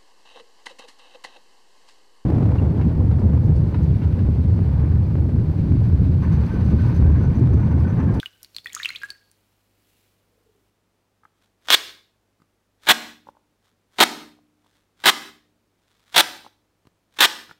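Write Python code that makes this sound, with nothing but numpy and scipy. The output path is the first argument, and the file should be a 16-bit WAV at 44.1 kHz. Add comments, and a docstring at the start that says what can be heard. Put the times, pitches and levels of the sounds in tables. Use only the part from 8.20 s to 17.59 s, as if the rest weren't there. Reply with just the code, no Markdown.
"""A quiet, reverberant kitchen. Water drips from a lifted potato into a glass bowl, each drop an impact
and a ringing bubble; a fizz fades, and a faint tone sinks over room noise and mains hum. The potato is
then pushed six times through a plastic mandoline: each cut is a dense crunch of bursting cells that
excites the resonances of frame and blade, with soft knocks and wet rubs between. An expander turns
quiet passages down, and saturation flattens the loudest peaks."""
import sys
import numpy as np
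from scipy import signal
from scipy.fft import rfft, irfft, next_fast_len
from scipy.io import wavfile
from scipy.ndimage import uniform_filter1d

SR = 44100
rng = np.random.default_rng(int(sys.argv[2]) if len(sys.argv) > 2 else 0)


def output_pcm(signal):
    """Save a mono or channel-first signal as 16-bit PCM at the path in sys.argv[1].

    Samples are clipped to [-1, 1] before scaling.
    """
    pcm = np.clip(np.atleast_2d(signal).T, -1, 1) * 32767
    wavfile.write(sys.argv[1], SR, np.round(pcm).astype(np.int16))


N = 414099
AT_BOARD_S = 2.5  # the fizz ends and the background drops

# Loudest drops, listed one by one: start_s, level_db, pitch_hz, t60_cycles, relative_climb_per_s
LOUD_DROPS = [(.0003, -19.5, 3440, 35, 4), (.030, -26, 1545, 73, -0.5), (.059, -21.5, 2950, 75, -3),
              (.231, -28.5, 12500, 48, 5.5), (.2466, -30, 4370, 23, 6), (.3474, -34, 4200, 70, 10),
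              (.365, -19.5, 4260, 65, 0.5), (.384, -26.5, 3480, 55, 1.5), (.459, -22.5, 1855, 55, 6.5),
              (.47, -29, 3450, 110, 1), (.532, -28, 6740, 72, -2), (.5498, -14.5, 6586, 55, -0.5),
              (.565, -25, 1275, 50, 3.5), (.6, -24, 1660, 75, 19.5), (.632, -20, 3520, 96, 45.5),
              (.648, -19.5, 2953, 115, 10), (.657, -12.5, 2600, 60, 19), (.69, -23.5, 4150, 100, 1.5),
              (.704, -23, 2140, 58, 1.5), (.750, -31, 2350, 170, 17), (.759, -24.5, 3130, 240, 63),
              (.8168, -35, 1614, 160, 0.5), (.834, -21, 1620, 140, 1.5), (.9039, -21, 4450, 65, 4),
              (1.1147, -38, 9240, 70, 0)]
# Strength of the trickle off the potato: time_s, level_db
TRICKLE_ENVELOPE = [(0.0, -59.5), (0.348, -65), (0.494, -53), (0.608, -50), (0.768, -50.5), (0.914, -59),
                    (1.138, -70), (1.25, -86)]
# Spectra of a drop's tick, the fizz, the reverberation and the room noise: frequency_hz, gain_db
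TICK_SPECTRUM = [(300, -25.5), (1200, -13), (4000, 2), (9000, 2.5), (13000, -2), (16000, 1.5)]
FIZZ_SPECTRUM = [(300, -29), (1200, -2.5), (3200, 2), (5500, -3), (9000, -4), (13000, -1.5), (16000, -4)]
REVERB_SPECTRUM = [(100, -1), (270, 2), (600, 0.5), (1500, -0.5), (2600, -1), (3500, -5.5), (5200, 3.5),
                   (8000, -0.5), (14000, -6)]
AIR_SPECTRUM = [(20, -14), (50, -7), (130, -8), (180, -3.5), (400, -6.5), (700, -11), (2000, -18.5),
                (6000, -24.5), (13000, -30), (16000, -31.5)]
# Reverberation time of the kitchen: frequency_hz, t60_s
REVERB_TIMES = [(100, 0.54), (270, 1), (600, 0.56), (1500, 0.63), (4000, .7), (8000, .58), (14000, 0.72)]
# Mains harmonics: pitch_hz, level_db
HUM_PARTIALS = [(50, -72.5), (100, -67.5)]
# Potato and slices striking frame and board: start_s, level_db, pitch_hz, relative_thud_db
KNOCK_EVENTS = [(3.052, -33.5, 1277, -19.5), (4.219, -44, 1230, 3.5), (5.087, -30, 870, -22),
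                (5.168, -40.5, 902, -18.5), (5.47, -54, 1185, 0), (6.188, -42.5, 722, -18),
                (6.461, -45.5, 954, -13.5), (8.264, -31, 832, -20), (8.67, -48.5, 985, 11.5),
                (9.311, -30, 1414, -10)]
# Plastic modes excited by a knock: pitch_ratio, gain_db, t60_s
PLASTIC_MODES = [(.66, -6, .022), (1, 3, .017), (1.24, -3.5, .017), (1.6, -9.5, .014)]
# Resonances of the mandoline's blade, ramp and frame: centre_hz, bandwidth_hz, gain_db
BLADE_MODES = [(3355, 530, 8), (4310, 790, -5)]
RAMP_MODES = [(747, 57, -5), (1010, 380, 1.5), (1283, 200, 4), (1412, 150, 11), (2020, 270, -4),
              (2450, 1300, -10.5)]
FRAME_MODES = [(261, 50, -1.5), (314, 240, 4), (446, 110, -8), (718, 180, 2), (960, 74, 2)]
# The potato drawn back up the ramp: centre_s, half_width_s, level_db
RETURN_STROKES = [(3.234, .055, -65), (5.472, 0.043, -61.5), (6.535, 0.1, -62), (7.77, .15, -62)]
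# Spectra of wet friction and of bursting cells: frequency_hz, gain_db
RUB_SPECTRUM = [(100, -9), (500, -4.5), (1500, 4.5), (3400, -2.5), (5000, -4.5), (8600, -10), (11000, -14),
                (16000, -17.5)]
CRUNCH_SPECTRUM = [(60, -37), (150, -25), (300, -13.5), (800, 0.5), (2000, 2), (2800, 2), (4000, -1.5),
                   (5000, -5), (7000, -9), (8600, -8), (10200, -13.5), (12500, -10), (16000, -16)]
# Cuts (shove is how hard the hand bears down): start_s, length_s, level_db, shove_db, plate_hz, plate_db
CUT_STROKES = [(3.502, .045, -15.5, -7.5, 1436, -13.5), (4.686, 0.033, -10, 3, 1950, -21),
               (5.802, .034, -10, 5, 985, -8), (6.856, .042, -11.5, 1.5, 1458, -7.5),
               (7.96, 0.048, -12.5, -1, 916, -8.5), (9.004, 0.052, -13, -1.5, 1650, -10.5)]
# Modes of the cutting board under the frame: pitch_hz, gain_db, t60_s
BOARD_MODES = [(173, -17, 1.7), (218, -6, .55), (231, -1, 0.96), (250, -3.5, .77), (278, -4, .7),
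               (300, -3, 1.4)]
# Single fibres and skin breaking: start_s, level_db
FIBRE_SNAPS = [(3.5036, 3.5), (3.5748, -20), (4.6922, -6.5), (6.9154, -30.5), (7.9671, -5.5), (7.9793, 3.5),
               (9.0069, 1)]


def amp(db):
    """Amplitude ratio of a level in decibels."""
    return 10 ** (np.asarray(db) / 20)


def unit_rms(x):
    """Normalisation to rms 1."""
    return x / np.sqrt(np.mean(x ** 2) + 1e-20)


def unit_peak(x):
    """Normalisation to peak 1."""
    return x / (np.abs(x).max() + 1e-20)


def along(points, hz):
    """Interpolation of (frequency_hz, value) points on a log frequency axis."""
    frequencies, values = np.transpose(points)
    return np.interp(np.log(hz + 1), np.log(frequencies + 1), values)


def add(track, start_s, sound):
    """Superposition of a sound on the track, in place."""
    part = track[max(0, round(start_s * SR)):][:len(sound)]
    part += sound[:len(part)]


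def filtered(x, response):
    """Linear filtering: the spectrum is multiplied by a frequency response."""
    size = 2 * next_fast_len(len(x) // 2 + 4096)
    return irfft(rfft(x, size) * response(np.fft.rfftfreq(size, 1 / SR)), size)[:len(x)]


def coloured(x, spectrum):
    """Minimum-phase filtering: folding the cepstrum makes the given gain curve causal."""
    def response(hz):
        cepstrum = irfft(np.log(amp(along(spectrum, hz))))
        half = len(cepstrum) // 2
        return np.exp(rfft(np.r_[cepstrum[0], 2 * cepstrum[1:half], np.zeros(half)]))
    return filtered(x, response)


def resonate(x, modes):
    """Forced vibration: x drives parallel second-order resonators of alternating sign."""
    def response(hz):
        return sum((-1) ** k * amp(db) * 1j * hz * width / (centre ** 2 - hz ** 2 + 1j * hz * width)
                   for k, (centre, width, db) in enumerate(modes))
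    return filtered(x, response)


def burst(t, t60_s):
    """Exponential decay of white noise."""
    return rng.standard_normal(len(t)) * amp(-60 * t / t60_s)


def swell(centre_s, half_width_s):
    """Gaussian envelope: a smooth rise and fall."""
    return np.exp(-((np.arange(N) / SR - centre_s) / half_width_s) ** 2)


def impulses(t, rate_per_s, spread_db):
    """Poisson process: independent impulses, a few far larger than the rest."""
    occurs = rng.random(len(t)) < rate_per_s / SR
    sign = rng.choice([-1, 1], len(t))
    size = np.minimum(rng.exponential(size=len(t)), 3)
    return unit_rms(occurs * sign * amp(spread_db * size))


def drips(bubble_db=-2, impact_db=-5.5, tick_db=-9, tick_db_per_octave=4.5, room_db=-11, lowest_hz=1050):
    """Bubble resonance: each drop ticks on the surface and jolts a bubble, whose pitch climbs if it rises."""
    bubbles, ticks = np.zeros(N), np.zeros(N)
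    t = np.arange(SR // 10) / SR
    for start_s, db, hz, cycles, climb in list(LOUD_DROPS) + lesser_drops():
        bubble = np.sin(2 * np.pi * hz * (t + climb * t ** 2 / 2)) * amp(-60 * t * hz / cycles)
        submerged = 1 / (1 + np.abs(climb * t / .4) ** 8)  # a fast climb ends at the surface
        impact = np.sin(2 * np.pi * hz * t) * np.exp(-t * hz / 2) * (1 - np.exp(-2 * t * hz))
        add(bubbles, start_s, amp(db) * (amp(bubble_db) * bubble * submerged + amp(impact_db) * impact))
        tick = unit_peak(coloured(burst(t, t60_s=.0056), TICK_SPECTRUM))
        size_db = tick_db_per_octave * np.log2(hz / 3000)  # smaller drops tick more
        add(ticks, start_s, amp(db + tick_db + size_db) * tick)
    splashes = ticks + spatter() + fizz()
    water = bubbles + splashes
    water = bowl(water) + amp(room_db) * room(water)
    # drops this small radiate no bass
    return signal.sosfilt(signal.butter(8, lowest_hz, "high", fs=SR, output="sos"), water)


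def trickle_db(time_s):
    """Envelope of the flow, which sets the level of the lesser drops."""
    return np.interp(time_s, *np.transpose(TRICKLE_ENVELOPE))


def spatter(count=260, middle_hz=4500, log_spread=.42, t60_cycles=18, scatter_db=5, over_trickle_db=11):
    """Damped oscillation: tiny droplets of random size ping, loudest where the trickle is strong."""
    out, t = np.zeros(N), np.arange(SR // 25) / SR
    starts = rng.uniform(0, TRICKLE_ENVELOPE[-1][0], count)
    for start_s, (size, strength) in zip(starts, rng.standard_normal((count, 2))):
        hz = np.clip(middle_hz * np.exp(log_spread * size), 1100, 14000)
        db = trickle_db(start_s) + over_trickle_db + scatter_db * min(strength, 1)
        add(out, start_s, amp(db - 60 * t * hz / t60_cycles) * np.sin(2 * np.pi * hz * t))
    return out


def fizz(level_db=-62, fade_db_per_s=4.5, hiss_swell_db=-64.5):
    """Shot noise: a fine fizz fades as the water settles, with one soft swell of hiss."""
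    t = np.arange(N) / SR
    settling = amp(level_db - fade_db_per_s * t)
    hiss_swell = amp(hiss_swell_db) * swell(centre_s=1.77, half_width_s=.15)
    crackle = unit_rms(coloured(impulses(t, rate_per_s=5600, spread_db=5), FIZZ_SPECTRUM))
    return (settling + hiss_swell) * (t < AT_BOARD_S) * crackle


def bowl(x, wall_db=-10, t60_s=.055):
    """Early reflections between the glass wall and the water add to the direct sound."""
    echoes = burst(np.arange(SR // 15) / SR, t60_s)
    return x + amp(wall_db) * signal.fftconvolve(x, echoes / np.linalg.norm(echoes))[:N]


def room(x, onset_s=.0015, late_s=.42):
    """Diffuse reverberation: each frequency decays at its own rate, and the late tail falls faster."""
    hz, t, noise = signal.stft(rng.standard_normal(SR), SR, nperseg=256)
    decay_db = -60 * t / along(REVERB_TIMES, hz)[:, None] - 10 * (t / late_s) ** 4
    tail = signal.istft(noise * amp(decay_db), SR, nperseg=256)[1]
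    tail *= 1 - np.exp(-np.arange(len(tail)) / SR / onset_s)
    return signal.fftconvolve(x, coloured(tail / np.linalg.norm(tail), REVERB_SPECTRUM))[:len(x)]


def ambience(air_db=-63, air_drop_db=-1, hum_drop_db=-3):
    """Noise floor: broadband room noise and mains harmonics, both weaker at the cutting board."""
    t = np.arange(N) / SR
    at_board = t > AT_BOARD_S
    air = unit_rms(coloured(rng.standard_normal(N), AIR_SPECTRUM))
    hum = sum(amp(db) * np.sqrt(2) * np.sin(2 * np.pi * hz * t) for hz, db in HUM_PARTIALS)
    return amp(air_db + air_drop_db * at_board) * air + amp(hum_drop_db * at_board) * hum


def lesser_drops(count=16, span_s=(.43, .71), middle_hz=2388, log_spread=.4, over_trickle_db=17.5,
                t60_cycles=60, climb_per_s=18):
    """Stream break-up: rows of lesser drops, laid out as LOUD_DROPS, louder when more water runs."""
    jitter, size = rng.random((count, 2)).T
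    starts = np.interp((np.arange(count) + jitter) / count, [0, 1], span_s)
    pitches = middle_hz * np.exp(log_spread * np.sqrt(3) * (2 * size - 1))
    return [(s, trickle_db(s) + over_trickle_db, hz, t60_cycles, climb_per_s)
            for s, hz in zip(starts, pitches)]


def moan(centre_s=2.3, half_width_s=.17, pitch_hz=436, sag_hz_per_s=320, fuzz_hz=55, level_db=-58):
    """Amplitude modulation by slow noise blurs a faint background tone that swells and sinks."""
    t = np.arange(N) / SR - centre_s
    fuzz = unit_rms(filtered(rng.standard_normal(N), lambda hz: np.exp(-(hz / fuzz_hz) ** 2)))
    tone = np.sin(2 * np.pi * (pitch_hz * t - sag_hz_per_s * t ** 2 / 2))
    return amp(level_db) * swell(centre_s, half_width_s) * fuzz * tone


def knocks(room_db=-15, thud_hz=140, thud_width_hz=110, tick_db=-13, tick_per_thud=.77, attack_s=.0006):
    """Impact excitation: damped plastic modes, a low thud and a blade tick that grows with the thud."""
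    out, t = np.zeros(N), np.arange(SR // 10) / SR
    for start_s, db, hz, thud_db in KNOCK_EVENTS:
        ring = sum(amp(mode_db - 60 * t / t60_s) * np.sin(2 * np.pi * (hz * ratio * t + rng.random()))
                   for ratio, mode_db, t60_s in PLASTIC_MODES)
        knock = unit_peak(ring * (1 - np.exp(-t / attack_s)) ** 2)
        thud = amp(thud_db) * unit_peak(resonate(burst(t, t60_s=.02), [(thud_hz, thud_width_hz, 0)]))
        tick = unit_peak(resonate(burst(t, t60_s=.017), BLADE_MODES))
        add(out, start_s, amp(db) * (knock + thud + amp(tick_db + tick_per_thud * thud_db) * tick))
    return out + amp(room_db) * room(out)


def doubled(x, lead_db, lead_s=.0178, cutoff_hz=5000):
    """Pre-echo: a fainter, duller copy arrives just ahead of the full sound."""
    lead = round(lead_s * SR)
    early = filtered(np.pad(x[lead:], (0, lead)), lambda hz: 1 / (1 + 1j * hz / cutoff_hz))
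    return x + amp(lead_db) * early


def rubbing(run_up_db=-49, run_up_lead_s=.018, blade_db=-9):
    """Wet friction: sparse slips as the potato is drawn back and run up to the blade."""
    t = np.arange(N) / SR
    run_ups = sum(swell(start_s - run_up_lead_s, half_width_s=.046) for start_s, *_ in CUT_STROKES)
    returns = sum(amp(db) * swell(centre_s, half_s) for centre_s, half_s, db in RETURN_STROKES)
    pressure = amp(run_up_db) * run_ups + returns
    slips = impulses(t, rate_per_s=300, spread_db=3.5) + .5 * rng.standard_normal(N)
    blade = amp(blade_db) * unit_rms(resonate(slips, BLADE_MODES))
    return pressure * (unit_rms(coloured(slips, RUB_SPECTRUM)) + blade)


def cut(length_s, level_db, shove_db, plate_hz, plate_db, crunch_db=-2, ramp_db=-7,
        bite_db=3, bite_s=.005, attack_s=.001, release_t60_s=.024, lowest_hz=135):
    """Fracture: cells burst as the blade bites and tears through, driving the mandoline's resonances."""
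    t = np.arange(SR // 7) / SR
    depth = np.minimum(t / length_s, 1)
    # a heavy shove thumps the frame; a light one builds up and lets the blade ring
    frame_db = -13.5 + 1.05 * shove_db
    build_db = (2 - .63 * shove_db) * (depth - .5)
    blade_db = -5 - .7 * shove_db
    release_db = -60 * np.maximum(t - length_s, 0) / release_t60_s
    force_db = level_db + bite_db * np.exp(-t / bite_s) + build_db + release_db
    force = amp(force_db) * (1 - np.exp(-t / attack_s))
    cells = impulses(t, rate_per_s=5000, spread_db=3) * force
    crunch = amp(crunch_db) * unit_rms(coloured(cells, CRUNCH_SPECTRUM))
    ramp = amp(ramp_db) * unit_rms(resonate(cells * amp(-3 * depth), RAMP_MODES))
    # where the potato presses sets the pitch of the plate
    plate = amp(plate_db) * unit_rms(resonate(cells, [(plate_hz, plate_hz / 4, 0)]))
    blade = amp(blade_db) * unit_rms(resonate(cells * amp(3 * depth), BLADE_MODES))
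    frame = amp(frame_db) * unit_rms(resonate(cells * amp(-6 * depth), FRAME_MODES))
    sound = np.sqrt(np.mean(force ** 2)) * (crunch + ramp + plate + blade + frame)
    # a low cut thins the bass of each crunch
    return signal.sosfilt(signal.butter(2, lowest_hz, "high", fs=SR, output="sos"), np.pad(sound, (0, SR)))


def board(samples, shove_db, level_db=-46.5, level_per_shove=2.2, scatter_db=1.2, attack_s=.0033):
    """Free vibration: the wooden board's modes hum on, louder after a heavier shove."""
    t = np.arange(samples) / SR
    ring = np.zeros(samples)
    for hz, db, t60_s in BOARD_MODES:
        envelope = amp(db + rng.normal(0, scatter_db) - 60 * t / t60_s)
        ring += envelope * np.sin(2 * np.pi * (hz * t + rng.random()))
    return amp(level_db + level_per_shove * shove_db) * ring * (1 - np.exp(-t / attack_s))


def slicing(room_db=-14):
    """Structural coupling: each cut sets the board ringing, while its crunch reverberates in the room."""
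    out = np.zeros(N)
    for start_s, length_s, level_db, shove_db, plate_hz, plate_db in CUT_STROKES:
        sound = cut(length_s, level_db, shove_db, plate_hz, plate_db)
        add(out, start_s, sound + board(len(sound), shove_db) + amp(room_db) * room(sound))
    return out


def snaps(blade_gain=.55):
    """Sudden fracture: a fibre or the skin breaks with a sharp crack that rings the blade."""
    out, t = np.zeros(N), np.arange(SR // 30) / SR
    for start_s, db in FIBRE_SNAPS:
        crack = burst(t, t60_s=.0069)
        snap = coloured(crack, CRUNCH_SPECTRUM) + blade_gain * resonate(crack, BLADE_MODES)
        add(out, start_s, amp(db) * unit_peak(snap))
    return out


def scene():
    """Superposition of the drips, then the mandoline, on the quiet kitchen."""
    mandoline = doubled(slicing() + snaps(), lead_db=-12.5) + doubled(knocks(), lead_db=-5.5) + rubbing()
    return (drips() + mandoline + ambience() + moan())[None]


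def record(dry, open_db=-43, shut_db=-54, depth_db=7, ceiling=1.1, top_hz=15900):
    """Downward expansion lowers quiet passages, saturation flattens peaks, and the band ends steeply."""
    x = dry[0]
    level_db = 10 * np.log10(np.abs(uniform_filter1d(x ** 2, size=1500)) + 1e-12)
    closure = np.clip((open_db - level_db) / (open_db - shut_db), 0, 1)
    x = x * amp(-depth_db * closure)
    x = x / (1 + np.abs(x / ceiling) ** 8) ** (1 / 8)
    return filtered(x, lambda hz: 1 / (1 + (hz / top_hz) ** 200))[None]


dry = scene()
out = record(dry)
output_pcm(out)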